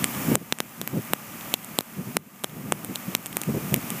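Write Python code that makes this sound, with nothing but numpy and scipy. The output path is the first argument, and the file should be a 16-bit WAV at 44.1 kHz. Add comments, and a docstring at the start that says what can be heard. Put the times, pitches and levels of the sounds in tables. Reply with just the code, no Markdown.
"""A car park in sleet, a phone held over a car's bonnet. Far off lies a low rumble; all around, countless
falling pellets merge into hiss, and wind buffets the microphone port. Single pellets strike on or right
beside the phone and ring its case with sharp clicks. The hardest make its gain control duck, and the hiss
then swells back. Source levels are those at the microphone, ahead of the gain control."""
import sys
import numpy as np
from scipy import signal
from scipy.fft import rfft, irfft
from scipy.io import wavfile
from scipy.ndimage import uniform_filter1d, minimum_filter1d

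SR = 44100
rng = np.random.default_rng(int(sys.argv[2]) if len(sys.argv) > 2 else 0)


def materialize(psi):
    """Save the field psi as 16-bit PCM at rate SR to the path in sys.argv[1].

    A 1-D psi becomes a single channel; in a 2-D psi each row is a channel.
    """
    bounded = np.clip(np.atleast_2d(psi).T, -1, 1)
    quanta = np.round(bounded * 32767).astype(np.int16)
    wavfile.write(sys.argv[1], SR, quanta)


N = 176400
TIME = np.arange(N) / SR


def undb(db):
    """Decibels to gain."""
    return 10 ** (np.asarray(db) / 20)


def unit(x):
    """Scale to rms 1."""
    return x / np.sqrt(np.mean(x ** 2))


def band(x, hz, width):
    """Two-pole resonance, gain 1 at its centre; width in Hz."""
    return signal.lfilter(*signal.iirpeak(hz, hz / width, fs=SR), x)


def low_cut(x, hz, damping):
    """Two-pole high-pass; little damping leaves a short bass swing."""
    w = 2 * np.pi * hz
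    return signal.lfilter(*signal.bilinear([1, 0, 0], [1, damping * w, w * w], SR), x)


def top_cut(x, hz=15400):
    """Very steep low-pass."""
    return signal.fftconvolve(x, signal.firwin(401, hz, fs=SR), mode="same")


def colour(x, spectrum):
    """Shape a sound by points of f/Hz, level/dB; rms 1."""
    hz, db = np.array(spectrum).T
    f = np.maximum(np.fft.rfftfreq(N, 1 / SR), 1)
    gain = undb(np.interp(np.log(f), np.log(hz), db))
    return unit(irfft(rfft(x) * gain, N))


def wander(per_s):
    """Slow random wandering, rms 1."""
    hold = int(SR / per_s)
    steps = rng.standard_normal(1000)[np.arange(N) // hold]
    return unit(uniform_filter1d(uniform_filter1d(steps, hold), hold))


def loudness(x):
    """Running rms over one millisecond."""
    return np.sqrt(np.maximum(uniform_filter1d(x ** 2, size=44), 1e-12))


def add(out, start_s, sound):
    """Mix a sound in at a time."""
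    i = max(int(start_s * SR), 0)
    out[i:i + len(sound)] += sound[:max(N - i, 0)]


# Spectrum of the rumble from far off: f/Hz, relative level/dB
RUMBLE_SPECTRUM = [(25, -40), (50, -19), (85, -12), (125, -0.5), (180, 1), (230, 0.5), (300, -4.5),
                   (450, -12), (900, -20), (3000, -60)]


def distant_rumble():
    """Far off: a wavering rumble with a low drone in it and a faint narrow whine above it."""
    rumble = colour(rng.standard_normal(N), RUMBLE_SPECTRUM) * undb(-34 + 2.5 * wander(per_s=16))
    whine = undb(-44.5) * unit(band(rng.standard_normal(N), hz=1208, width=55))
    drone = undb(-42) * unit(band(rng.standard_normal(N), hz=233.6, width=24))
    return rumble + drone + whine


# Spectrum of the sleet across the car park: f/Hz, relative level/dB
SLEET_SPECTRUM = [(300, -17.5), (600, 0), (1000, 0.5), (1500, -2), (2400, -1), (3100, -6), (4000, -13.5),
                  (5000, -10.5), (6800, -7), (9500, -8.5), (12500, -4), (15000, -3)]
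# The fall thickening and thinning: t/s, relative level/dB
SLEET_FLURRIES = [(0, 0), (.35, 2), (.7, -0.5), (1.1, -.5), (1.3, -0.5), (1.5, 0.5), (1.9, 1), (2.3, -0.5),
                  (2.7, -1.5), (3.1, -0.5), (3.5, 0), (4, 2)]


def sleet_hiss(level_db=-30.5, patter_per_s=2500):
    """All around: far pellets merge into hiss; nearer ones on the cars add a fine patter."""
    patter = rng.standard_normal(N) * (rng.random(N) < patter_per_s / SR)
    fall = colour(rng.standard_normal(N) + 0.23 * unit(patter), SLEET_SPECTRUM)
    flurry_db = np.interp(TIME, *np.array(SLEET_FLURRIES).T)
    return fall * undb(level_db + flurry_db + 0.24 * wander(per_s=12))


def turbulence(hz, width):
    """Air churning at the microphone port: a low band of noise, rms 1."""
    flow = band(band(rng.standard_normal(N), hz, width), hz, width)
    return unit(low_cut(flow, hz=113, damping=1))


# Wind buffets right on the microphone: peak t/s, half length/s, level/dB
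WIND_BUFFETS = [(0.022, 0.034, -28.5), (0.148, 0.011, -30), (0.302, 0.045, -21), (0.323, 0.01, -14.5),
                (0.363, 0.019, -12), (0.419, 0.013, -18), (0.817, 0.044, -28), (0.941, 0.019, -19.5),
                (0.975, 0.025, -13.5), (1.111, 0.014, -27), (1.993, 0.029, -18.5), (2.084, 0.026, -22),
                (2.182, 0.033, -20.5), (2.274, 0.017, -26), (2.46, 0.06, -42), (2.58, 0.042, -25.5),
                (2.678, 0.071, -24), (2.849, 0.021, -27), (2.905, 0.025, -21), (3.089, .022, -24),
                (3.182, .018, -28.5), (3.499, 0.023, -15.5), (3.547, 0.0087, -14.5), (3.572, 0.021, -16),
                (3.639, 0.058, -25.5), (3.726, 0.0065, -16.5), (3.742, 0.0069, -15.5),
                (3.771, 0.015, -18.5), (3.836, 0.0086, -23), (3.935, 0.036, -26)]


def port_wind():
    """At the microphone port: short buffets; harder ones shed smaller, higher eddies."""
    power = sum(undb(db) ** 2 * np.exp(-2 * ((TIME - peak_s) / half_s) ** 2)
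                for peak_s, half_s, db in WIND_BUFFETS)
    force = np.sqrt(power)
    buffets = force * turbulence(hz=172.8, width=147)
    eddies = undb(1) * force ** 1.7 * turbulence(hz=373, width=260)
    return buffets + eddies


def strike(gap_ms, second_share, knock_hz, mode_db, crunch_s=0.00099):
    """One pellet: two quick contacts and a crunch of ice ring the heavily damped case; peak loudness 1."""
    t = np.arange(1024) / SR
    push = 0.085 * rng.standard_normal(len(t)) * np.exp(-t / crunch_s)
    push[0] += 1  # first contact
    push += second_share * np.sinc((t - gap_ms / 1000) * SR)
    # Thud, knock, tick, tizz: f/Hz, width/Hz. The knock's pitch depends on where the pellet lands.
    modes = [(320, 1230), (knock_hz, 2120), (8070, 2550), (12250, 1530)]
    ring = sum(undb(db) * band(push, hz, width) for (hz, width), db in zip(modes, mode_db))
    ring -= 2 * band(ring, hz=11000, width=4800)  # all-pass: the case smears the spike
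    ring -= 0.67 * band(ring, hz=4810, width=1040)  # dip of the microphone port
    ring = low_cut(ring, hz=187, damping=0.94)
    return ring / loudness(np.pad(ring, len(t))).max()


# Pellets on or right beside the phone: t/s, level/dB over 1 ms, gap to the second contact/ms,
# its share (0-1), knock f/Hz, then relative level/dB of the thud, knock, tick and tizz
PELLET_HITS = [(0.0427, -5.5, 0.4, 0.23, 2530, -3, 0.5, -0.5, -29),
               (0.3549, 10.5, 0.14, 0.37, 3250, -6, -14.5, -9, -38),
               (.5245, 9.5, .146, 0.26, 3040, 0.5, 3.5, -16, -12),
               (.587, -10.5, 0.13, .8, 2170, -10, 0, -6, -12),
               (.6038, 2.5, 0.19, 0.33, 2230, -1.5, 2, -8, -16),
               (.815, -8, 0.16, 0.3, 3340, -1.5, -4.5, -7, -8),
               (.8758, -7.5, 0.15, 0.32, 1940, -6, -0.5, -7.5, 0.5),
               (1.1348, 2, 0.098, 0.74, 2720, -0.5, -9, -10.5, -5),
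               (1.4103, -26, 0.15, 0.3, 3300, -23, 3, -10, -14),
               (1.5403, 5.5, .28, 0.66, 3150, 1.5, 4, -7, 3), (1.5446, -15, 0.13, .5, 3150, -1, 5, -8, -11),
               (1.6463, -16.5, .09, .7, 3500, -10, -12, -2, -12),
               (1.788, 9, .24, 0.83, 3400, 2, -3.5, -10, -10),
               (1.808, -4.5, 0.17, 0.9, 2270, 0, -2, -8, -6.5),
               (2.1688, 18, 0.18, 0.5, 1900, -0.5, -4, -7.5, -26),
               (2.4385, -8, 0.094, 0.5, 3260, -4, -6, -5, -10),
               (2.4435, 0, 0.18, 0.28, 3140, 0, -4, -7.5, -14),
               (2.7226, 3, .113, 1, 3150, 4.5, -2, -6, -13), (2.8472, -14, 0.076, 1, 3500, -7, -14, 2, -16),
               (2.9535, -23, .12, 0.3, 3300, -21, -1, 3, -4),
               (2.9577, -10, 0.28, 0.35, 3560, -1, 3, -2, -4),
               (3.1507, 4.5, 0.333, 0.3, 2500, -1.5, -0.5, -11, -7.5),
               (3.167, -23, 0.14, .6, 2600, -12, -4, 0, -16),
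               (3.2601, -11.5, .12, 0.5, 3400, -5, 0.5, -6, -4),
               (3.2667, -14, 0.11, .6, 3300, -10, -13, -10, 0),
               (3.329, -20.5, 0.35, 0.4, 2500, -16, 1, -4, -13),
               (3.3692, -3, 0.054, 0.35, 2340, 3, -3, 5, -1),
               (3.4164, -11, 0.17, 0.3, 3600, -4, -9, 0, -17),
               (3.4354, -15.5, 0.45, 0.4, 2300, -3, 0, 0, -11),
               (3.7422, -0.5, .35, 0.4, 2820, -2, -4, -5, 3),
               (3.7623, -16, 0.092, .5, 3140, -14, -2, -1, -2),
               (3.904, -13, 0.34, .5, 3240, -9, -4, -2.5, -13)]


def close_pellets(strays_per_s=13, stray_db=-30):
    """Closest to the microphone: sharp pellet hits, with faint stray ticks at random between them."""
    out = np.zeros(N)
    for start_s, db, gap_ms, second_share, knock_hz, *mode_db in PELLET_HITS:
        add(out, start_s, undb(db) * strike(gap_ms, second_share, knock_hz, mode_db))
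    for when, gap, second_share, size, *tint in rng.random((int(strays_per_s * N / SR), 8)):
        mode_db = np.array([-21, -8.5, -9, -6]) - 10 * np.array(tint)
        tick = strike(0.083 + 0.325 * gap, second_share, knock_hz=3650, mode_db=mode_db)
        add(out, when * N / SR, undb(stray_db + 3 * (2 * size - 1.5)) * tick)
    return out


def scene():
    """The car park as it reaches the one microphone above the bonnet."""
    return (sleet_hiss() + distant_rumble() + port_wind() + close_pellets())[None]


def record(dry, ceiling_db=-8.5, start_gain=0.8, recovery_per_s=0.51):
    """The phone's gain drops at once under a loud hit and climbs steadily; peaks clip, the top is cut."""
    allowed_gain = minimum_filter1d(undb(ceiling_db) / loudness(dry[0]), size=45)
    climb = recovery_per_s * TIME
    gain = climb + np.minimum(np.minimum.accumulate(allowed_gain - climb), start_gain)
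    clipped = np.clip(top_cut(dry[0]) * gain, -1, 1)
    return top_cut(clipped)[None]


dry = scene()
out = record(dry)
materialize(out)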